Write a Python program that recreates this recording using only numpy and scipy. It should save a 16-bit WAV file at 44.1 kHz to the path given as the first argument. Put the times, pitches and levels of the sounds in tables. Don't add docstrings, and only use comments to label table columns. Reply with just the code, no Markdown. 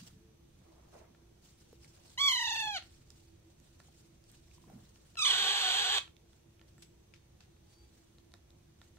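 import sys
import numpy as np
from scipy import signal
from scipy.fft import irfft
from scipy.io import wavfile
from scipy.ndimage import uniform_filter1d

SR = 44100
rng = np.random.default_rng(int(sys.argv[2]) if len(sys.argv) > 2 else 0)


def unload_audio(sound):
    columns = np.transpose(np.atleast_2d(sound))
    steps = np.round(np.clip(columns, -1, 1) * 32767)
    wavfile.write(sys.argv[1], SR, steps.astype(np.int16))


N = 396018


def gain_of(db):
    return 10 ** (np.asarray(db) / 20)


def evened(x):
    return x / np.sqrt(np.mean(x ** 2) + 1e-20)


def curve_at(points, hz):
    point_hz, value = np.transpose(points)
    return np.interp(np.log(hz + 1), np.log(point_hz + 1), value)


def humps(peaks, hz):
    return sum(db / (1 + (2 * (hz - centre) / width) ** 2) for centre, width, db in peaks)


def add(mix, start_s, sound):
    part = mix[..., round(start_s * SR):][..., :sound.shape[-1]]
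    part += sound[..., :part.shape[-1]]


def wander(count, span_s):
    memory = np.exp(-1 / (span_s * SR))
    return evened(signal.lfilter([1], [1, -2 * memory, memory ** 2], rng.standard_normal(count)))


# freq_hz, likeness
LIKENESS = [(60, 0.99), (180, 0.96), (550, -0.017), (1650, 0.21), (4970, -0.15), (15000, -0.4)]
def stereo_noise(shape, peaks, size, patch_db):
    hop, hz = size // 4, np.fft.rfftfreq(size, 1 / SR)
    draws = rng.standard_normal((N // hop + 5, len(hz), 5), dtype=np.float32)
    a, b, c, d, patches = np.ascontiguousarray(draws.T)
    patches = evened(uniform_filter1d(uniform_filter1d(patches, size=8, axis=0), size=8, axis=1))
    alike = curve_at(LIKENESS, hz)[:, None]
    left = a + 1j * b
    right = alike * left + np.sqrt(1 - alike ** 2) * (c + 1j * d)
    colour_db = curve_at(shape, hz) + humps(peaks, hz)
    spectra = np.array([left, right]) * gain_of(colour_db[:, None] + patch_db * patches)
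    return evened(signal.istft(spectra, nperseg=size, noverlap=size - hop)[1][:, :N])


# freq_hz, gain_db
AIR_COLOUR = [(12, -33.5), (20, -0.5), (42, -10.5), (98, -1), (276, -23), (335, -13), (407, -17),
              (619, -22), (1280, -30), (3590, -29.5), (5310, -33.5), (6100, -27.5), (6640, -34),
              (14500, -39), (15800, -37)]
# freq_hz, width_hz, gain_db
AIR_PEAKS = [(24.2, 14, -6.5), (62.4, 10, 10), (98, 12, -1.5), (147, 13, 7.5), (200, 14, 8.5),
             (258, 16, 9.5), (335.8, 19, 13), (6230, 120, 2)]
def room_tone(level_db=-62.5, swell_at_s=2.7, swell_span_s=0.3, swell_db=5):
    tone = gain_of(level_db) * stereo_noise(AIR_COLOUR, AIR_PEAKS, size=4096, patch_db=1.5)
    deep = signal.sosfiltfilt(signal.butter(4, 85, fs=SR, output="sos"), tone)
    swell = np.exp(-((np.arange(N) / SR - swell_at_s) / swell_span_s) ** 2)
    return tone + deep * (gain_of(swell_db * swell) - 1)


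def rustle(moves, shape, peaks, rest_db, rise_share, flicker_db):
    t = np.arange(0, N / SR + .01, .002)
    power = gain_of(2 * rest_db)
    for peak_s, fade_s, db in moves:
        span_s = fade_s * np.where(t < peak_s, rise_share, 1)
        power = power + gain_of(2 * db) * np.exp(-((t - peak_s) / span_s) ** 2)
    level_db = np.interp(np.arange(N) / SR, t, 10 * np.log10(power)) + flicker_db * wander(N, .005)
    return gain_of(level_db) * stereo_noise(shape, peaks, size=512, patch_db=2.5)


# peak_s, fade_s, level_db
SWISHES = [(0.02, 0.061, -55.5), (0.073, 0.021, -61), (0.75, .2, -75), (0.96, 0.054, -69.5),
           (1.49, 0.064, -65.5), (1.618, 0.045, -66), (1.72, 0.03, -65.5), (1.839, 0.039, -63.5),
           (1.95, .25, -76), (1.96, 0.091, -67.5), (2.1, 0.05, -64), (2.87, 0.16, -67), (3.17, 0.1, -69),
           (3.55, .2, -82), (3.83, 0.24, -70.5), (3.99, 0.04, -68.5), (4.32, 0.057, -65.5), (4.55, .1, -68),
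           (4.85, .15, -70.5), (5.1, 0.21, -70.5), (6.339, 0.054, -73), (6.69, .03, -74),
           (6.825, 0.057, -72.5), (7.15, 0.038, -91), (7.43, .09, -84), (7.72, 0.041, -68),
           (7.95, .15, -71.5), (8.34, .025, -78), (8.85, 0.044, -71), (8.975, 0.026, -74)]
RUBS = [(0.07, 0.02, -63), (0.65, 0.36, -68), (0.94, 0.081, -58.5), (1.84, 0.028, -72), (1.95, 0.081, -69),
        (3.8, 0.058, -74), (4.689, 0.083, -62.5), (6.62, .04, -77), (6.82, 0.033, -79),
        (8.341, 0.018, -67.5), (8.82, 0.017, -74), (8.97, 0.027, -75)]
BUMPS = [(0.05, 0.18, -65), (0.96, 0.17, -69), (1.84, 0.02, -67.5), (2.92, 0.034, -69), (4.0, 0.066, -68),
         (4.73, .09, -57.5), (6.85, .03, -82)]
# freq_hz, gain_db
FEATHER_COLOUR = [(900, -10.5), (2000, -9), (4000, -4), (6500, -4.5), (9000, -6), (11000, -18.5),
                  (15800, -12.5)]
CLOTH_COLOUR = [(250, -18.5), (450, 0.5), (750, -3), (1300, -10.5), (2500, -18.5), (4000, -40.5)]
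BUMP_COLOUR = [(70, -12.5), (120, 0), (180, 3), (280, -11), (420, -35)]
# freq_hz, width_hz, gain_db
CLOTH_PEAKS = [(450, 130, 3), (680, 80, 5), (1050, 90, 4)]
def movements():
    feathers = rustle(SWISHES, FEATHER_COLOUR, (), rest_db=-83, rise_share=.82, flicker_db=2.5)
    cloth = rustle(RUBS, CLOTH_COLOUR, CLOTH_PEAKS, rest_db=-83.5, rise_share=.12, flicker_db=2.5)
    lap = rustle(BUMPS, BUMP_COLOUR, (), rest_db=-73, rise_share=.6, flicker_db=1.5)
    return feathers + cloth + lap


# start_s, length_s, pitch_hz, level_db, waver_share (of the pitch)
FAR_TONES = [(0.08, .3, 440, -71, .01), (7.58, .45, 830, -80, .01), (7.66, .27, 4600, -74, .008)]
def far_tones():
    out, t = np.zeros(N), np.arange(SR // 2) / SR
    for start_s, length_s, hz, db, waver in FAR_TONES:
        progress = np.clip(t / length_s, 0, 1)
        cycles = np.cumsum(hz * (1 + waver * np.cos(3 * np.pi * progress))) / SR
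        loudness = gain_of(db + 3 * wander(len(t), .012)) * np.sin(np.pi * progress)
        add(out, start_s, loudness * np.sin(2 * np.pi * cycles))
    return out


# start_s, level_db, pitch_hz
THUDS = [(0.9283, -62, 1050), (1.7294, -47, 454), (3.885, -59.5, 800), (4.581, -57.5, 990),
         (4.64, -57, 1010), (4.7002, -51.5, 757)]
def thuds(decay_s=0.029, snap_db=-10):
    out, t = np.zeros((2, N)), np.arange(2500) / SR
    onset = np.clip(t / .0003, 0, 1)
    for start_s, db, hz in THUDS:
        snap = gain_of(snap_db - 60 * t / decay_s) * rng.standard_normal((2, len(t)))
        add(out, start_s, gain_of(db - 60 * t / decay_s) * onset * (np.sin(2 * np.pi * hz * t) + snap))
    return out


def pan(left_db):
    return gain_of([[left_db / 2], [-left_db / 2]])


# start_s, level_db, ring_hz, knock_db, left_db
TICKS = [(1.1483, -61, 2280, -56.5, 1), (1.8457, -52.5, 2220, -70, 8), (2.8244, -45.5, 2875, -50.5, -1),
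         (3.104, -45.5, 5000, -63, -7), (3.6007, -61.5, 6850, -72, -10), (3.8015, -51.5, 4130, -50.5, -4),
         (4.2403, -56, 5060, -70, -1.5), (4.3161, -55, 8160, -80, 3), (4.5136, -54, 2450, -80, -2),
         (4.9589, -57, 2900, -58.5, 2), (5.1551, -47, 2870, -50, 6), (6.078, -49, 2507, -53, 1),
         (6.1665, -51, 3620, -75, -5), (6.332, -58.5, 3490, -65, -10), (6.5949, -54, 2410, -68, 1),
         (6.6141, -51.5, 3130, -55.5, -4.5), (6.781, -61, 7750, -55.5, -2), (6.8219, -71, 7600, -72, 4.5),
         (7.1382, -48.5, 2420, -62, 7.5), (7.4046, -59, 2290, -62, 6), (7.5662, -65, 2490, -68, 10),
         (8.1842, -53.5, 3980, -60, -1), (8.319, -58, 4020, -68, -1.5), (8.3391, -45, 3900, -50, -5),
         (8.5048, -54.5, 3870, -77, -3.5), (8.8158, -49.5, 3650, -51, -4.5), (8.97, -64, 3340, -58, 1)]
# pitch_hz, gain_db, decay_s
KNOCK_NOTES = [(717, -11, 0.035), (1010, 0, 0.0073), (1380, -3, .018), (1760, -4.5, 0.02)]
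def ticks(crack_decay_s=0.0082, ring_decay_s=.006):
    out, t = np.zeros((2, N)), np.arange(2500) / SR
    onset = np.clip(t / .0003, 0, 1)
    knock = onset * sum(gain_of(db - 60 * t / decay_s) * np.sin(2 * np.pi * hz * t)
                        for hz, db, decay_s in KNOCK_NOTES)
    for start_s, db, ring_hz, knock_db, left_db in TICKS:
        band = signal.butter(2, [.55 * ring_hz, 1.9 * ring_hz], "bandpass", fs=SR)
        burst = rng.standard_normal((2, len(t))) * gain_of(-60 * t / crack_decay_s)
        crack = signal.lfilter(*band, burst)
        ring = onset * np.sin(2 * np.pi * ring_hz * t) * gain_of(-60 * t / ring_decay_s)
        tick = gain_of(db) * (1.44 * ring + 1.2 * crack) + gain_of(knock_db) * knock
        add(out, start_s, tick * pan(left_db))
    return out


def through_throat(buzz, shape, peaks):
    hz = np.fft.rfftfreq(4096, 1 / SR)
    db = curve_at(shape, hz) + humps(peaks, hz)
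    log_gain = np.log(gain_of(np.r_[db, db[-2:0:-1]]))
    response = np.fft.ifft(np.exp(np.conj(signal.hilbert(log_gain)))).real[:1024]
    return evened(signal.oaconvolve(buzz, response)[:len(buzz)])


# time_s, effort_db, pitch_hz, tremor_share (of the pitch), breath_db
CRIES = [
    [(2.174, -36, 958, 0.00069, -20), (2.2, -31, 1115, 0.00091, -10.5), (2.235, -29.5, 1146, 0.0023, -23.5),
     (2.264, -27.5, 1125, 0.003, -19), (2.272, -27, 1129, 0.0024, -28.5), (2.281, -23, 1116, 0.0019, -36),
     (2.292, -28, 1050, 0.015, -36), (2.37, -32.5, 987, 0.04, -25), (2.5, -34, 904.4, 0.042, -19.5),
     (2.6, -35, 889.7, 0.023, -15.5), (2.69, -39, 845, 0.013, -23.5), (2.735, -39.5, 811.4, 0.002, -25.5),
     (2.762, -34.5, 750, 0.0013, -28), (2.775, -37, 680, 0.00089, -26.5), (2.789, -43.5, 570, 0.0012, -11)],
    [(5.17, -38.5, 1338, 0.0044, -8.5), (5.185, -35, 1319, 0.015, -4), (5.191, -30, 1288, 0.032, -21),
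     (5.24, -28, 1210, 0.046, -16), (5.256, -28, 1090, 0.086, -4), (5.283, -28, 1100, 0.075, -10),
     (5.295, -36, 1052, 0.05, 3.5), (5.311, -26, 1045, 0.062, -3), (5.325, -49.5, 970, 0.04, -5)],
]
# freq_hz, gain_db
CRY_COLOURS = [
    [(350, -51.5), (600, -2), (850, -4), (1200, -8.5), (1800, -4), (2500, -3), (3250, 0.5), (4000, -1),
     (5100, -11.5), (6500, -13), (7900, -24), (8800, -43), (10500, -19), (12500, -47), (15300, -31)],
    [(500, -45), (1000, -12.5), (1300, -7.5), (2400, -10), (3100, 1.5), (3700, 0), (4600, -9.5),
     (6200, -13.5), (7000, -26), (8800, -18.5), (10000, -35), (15800, -49)],
]
# crest_s, rate_hz (at that crest), slowing_hz_per_s
TREMORS = [(2.343, 26.7, 7.0), (5.208, 29, -60)]
# freq_hz, width_hz, gain_db
CRY_PEAKS = [(3130, 200, 3.5), (3900, 400, -2.5), (3376, 44, 4), (5150, 550, -4), (6140, 310, 5.5)]
# freq_hz, width_hz, gain_db
LOWEST_PEAKS = [(845, 79, 13), (1136.5, 45, 9.9), (1280, 160, 3)]
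# time_s, span_s, breath_db
SNAGS = [(2.563, .008, 2), (2.602, .003, 1), (2.678, .004, -4)]
LOWEST_DB = (-5, -2.5)
def cry(rows, shape, tremor, lowest_db, flutter_db=1.45):
    times, *columns = np.transpose(rows)
    t = np.arange(times[0], times[-1], 1 / SR)
    effort_db, hz, depth, breath_db = (np.interp(t, times, column) for column in columns)
    crest_s, rate_hz, slowing = tremor
    trembles = rate_hz * (t - crest_s) - slowing * (t - crest_s) ** 2 / 2
    hz = hz * (1 + depth * np.cos(2 * np.pi * trembles) + .006 * wander(len(t), .002))
    cycles = np.cumsum(hz) / SR
    lowest_db = lowest_db + humps(LOWEST_PEAKS, hz)
    db_per_octave = -0.52 + .15 * (effort_db + 30.5)
    folds = np.zeros(len(t))
    for k in range(1, 19):
        db = db_per_octave * np.log2(k) + (k == 1) * lowest_db
        db += flutter_db * np.sqrt(k) * wander(len(t), .0025)
        folds += gain_of(db) * (k * hz < SR / 2) * np.cos(2 * np.pi * k * cycles)
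    snags = sum(gain_of(db) * np.exp(-((t - at_s) / span_s) ** 2) for at_s, span_s, db in SNAGS)
    puffs = 0.44 + np.exp(-(cycles % 1) / 0.11)
    hiss = np.diff(rng.standard_normal(len(t) + 1))
    breath = (gain_of(breath_db) + snags) * evened(puffs * hiss)
    voice = through_throat(evened(folds) + breath, shape, CRY_PEAKS)
    return times[0], gain_of(effort_db) * voice * signal.windows.tukey(len(t), .02)


# start_s, pitch_hz, level_db, swell_s, decay_s
RINGS = [(3.25, 4590, -80, .03, .4), (6.77, 7760, -69, .02, .6), (7.15, 3655, -77, .01, .45)]
def spoon_rings():
    out, t = np.zeros(N), np.arange(SR // 2) / SR
    for start_s, hz, db, swell_s, decay_s in RINGS:
        swell = np.clip(t / swell_s, 0, 1) ** 2
        fade = gain_of(db - 60 * t / decay_s + 2 * wander(len(t), 0.01))
        add(out, start_s, swell * fade * np.sin(2 * np.pi * hz * t))
    return out


# time_s, effort_db, pair_hz (pairs of pulses per second)
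RASP = [(5.249, -23, 801), (5.309, -29, 776), (5.369, -31, 765.8), (5.41, -30.5, 812.2),
        (5.47, -29.5, 776.6), (5.519, -31, 827), (5.701, -31, 739), (5.821, -31, 839.6), (5.846, -32, 741),
        (5.955, -31, 805.6), (5.975, -31, 705.6), (5.984, -26.5, 607.6), (5.996, -54, 550)]
GROUP_DB = [2, -4, 0.5, -9]
# freq_hz, gain_db
RASP_COLOUR = [(200, -51.5), (300, -24.5), (420, -9.5), (600, -16), (780, -8.5), (1000, -11), (1550, -12),
               (2150, -9), (3150, -5), (4400, -5), (5150, -15), (7600, -19), (10500, -30.5), (14200, -38),
               (15300, -61.5)]
# freq_hz, width_hz, gain_db
RASP_PEAKS = [(1137, 69, 9.5), (1560, 260, 4), (3196, 215, 10.5), (3595, 230, 6), (4590, 500, -1),
              (5230, 320, -6.5), (6260, 640, 3), (7550, 310, 5), (9380, 210, 2)]
# multiple (of pair_hz), gain_db
UNDERTONES = [(1, 0), (2, -8), (4, -8)]
def rasp(jitter=0.14, wobble=.03, spread_db=2.5, hiss_db=-8, under_db=-10):
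    times, efforts, rates = np.transpose(RASP)
    t = np.arange(times[0], times[-1], 1 / SR)
    effort_db, pair_hz = np.interp(t, times, efforts), np.interp(t, times, rates)
    pairs = np.cumsum(pair_hz * (1 + wobble * wander(len(t), .004))) / SR
    index = np.arange(1, int(2 * pairs[-1]))
    slip, size = rng.standard_normal((2000, 2)).T[:, :len(index)]
    pulse_at = np.interp(index + jitter * slip, 2 * pairs, np.arange(len(t)))
    pulse_db = np.take(GROUP_DB, index, mode="wrap") + spread_db * size
    pulses = np.zeros(len(t))
    np.add.at(pulses, np.round(pulse_at).astype(int), gain_of(pulse_db))
    buzz = evened(pulses - pulses.mean()) + gain_of(hiss_db) * rng.standard_normal(len(t))
    voice = through_throat(buzz, RASP_COLOUR, RASP_PEAKS)
    undertone = sum(gain_of(db + 2.5 * wander(len(t), .003)) * np.sin(2 * np.pi * k * pairs)
                    for k, db in UNDERTONES)
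    settle_db = -95 * np.maximum(times[0] + .16 - t, 0)
    ending_db = -4.5 * (pair_hz < min(rates[:-3]))
    undertone *= gain_of(under_db + settle_db + ending_db)
    fade_in = np.clip((t - times[0]) / 0.086, 0, 1)
    fade_out = np.clip((times[-1] - t) / 0.013, 0, 1)
    return times[0], fade_in * fade_out * gain_of(effort_db) * (voice + undertone)


# start_s, level_db, centre_hz, decay_s
SCRAPES = [(6.822, -53, 4500, 0.069), (7.139, -57.5, 2800, .12), (7.405, -62, 2750, 0.21)]
def spoon_scrapes():
    out, t = np.zeros((2, N)), np.arange(6000) / SR
    for start_s, db, hz, decay_s in SCRAPES:
        grit = rng.standard_normal((2, len(t))) * gain_of(4.1 * wander(len(t), 0.0014))
        band = signal.butter(2, [.45 * hz, 2 * hz], "bandpass", fs=SR)
        add(out, start_s, evened(signal.lfilter(*band, grit)) * gain_of(db - 60 * t / decay_s))
    return out


# freq_hz, left_db (left over right)
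SHADE = [(300, -0.5), (950, -3), (1400, 6.5), (1950, 4.5), (2200, -3.5), (2900, 2), (3700, -10.5),
         (4400, 3.5), (5200, -2.5), (5800, -6), (6800, -3), (7500, 13), (9000, 9.5), (11000, -0.5),
         (15000, -5)]
# freq_hz, lead_radians
LEFT_LEAD = [(100, 1), (600, 0.12), (1210, 1.5), (2300, 1.66), (3190, 1.17), (3960, 4), (5500, 4),
             (7240, 5.5), (9500, 8.5), (12500, 13.5), (15500, 14)]
# left_delay_s, right_delay_s, gain_db
ECHOES = [(.0011, .0016, -23.5), (.0027, .0021, -14), (.0041, .0052, -12), (.0073, .0063, -20)]
def to_microphone(voice, margin=88):
    hz = np.fft.rfftfreq(4096, 1 / SR)
    delay = np.exp(-2j * np.pi * hz * margin / SR)
    paths = []
    for channel, side in enumerate((1, -1)):
        direct = np.exp(1j * side * curve_at(LEFT_LEAD, hz) / 2)
        echoes = sum(gain_of(db) * np.exp(-2j * np.pi * hz * delays[channel]) for *delays, db in ECHOES)
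        paths.append(gain_of(side * curve_at(SHADE, hz) / 2) * (direct + echoes) * delay)
    return signal.oaconvolve(voice[None], irfft(np.array(paths), axis=1), axes=1)[:, margin:N + margin]


# freq_hz, decay_s
ROOM_DECAY = [(300, 0.11), (1300, 0.23), (3500, .2), (9000, 0.2)]
def room_reverb(sound):
    echoes = np.zeros((2, SR // 2))
    slots = np.arange(300, SR // 2 - 20, 20)
    echo_at = slots + rng.integers(0, 20, (2, len(slots)))
    np.put_along_axis(echoes, echo_at, rng.choice([-1., 1.], echo_at.shape), 1)
    hz, t, spectra = signal.stft(echoes, SR, nperseg=256)
    fade = gain_of(-60 * t / curve_at(ROOM_DECAY, hz)[:, None])
    tail = signal.istft(spectra * fade, SR, nperseg=256)[1]
    return signal.oaconvolve(sound, tail / np.linalg.norm(tail[0]), axes=1)[:, :N]


def scene(reverb_db=-9):
    chick = np.zeros(N)
    for settings in zip(CRIES, CRY_COLOURS, TREMORS, LOWEST_DB):
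        add(chick, *cry(*settings))
    add(chick, *rasp())
    chick = to_microphone(chick)
    touches = thuds() + ticks() + spoon_scrapes()
    reverb = gain_of(reverb_db) * room_reverb(chick + gain_of(-0.5) * touches)
    thin_tones = (far_tones() + spoon_rings()) * pan(left_db=3)
    background = (room_tone() + movements()) * pan(left_db=-1.3)
    return chick + touches + reverb + thin_tones + background


def record(dry):
    lowpass = signal.firwin(511, cutoff=15760, window=("kaiser", 9), fs=SR)
    return signal.oaconvolve(dry, lowpass[None], "same")


dry = scene()
out = record(dry)
unload_audio(out)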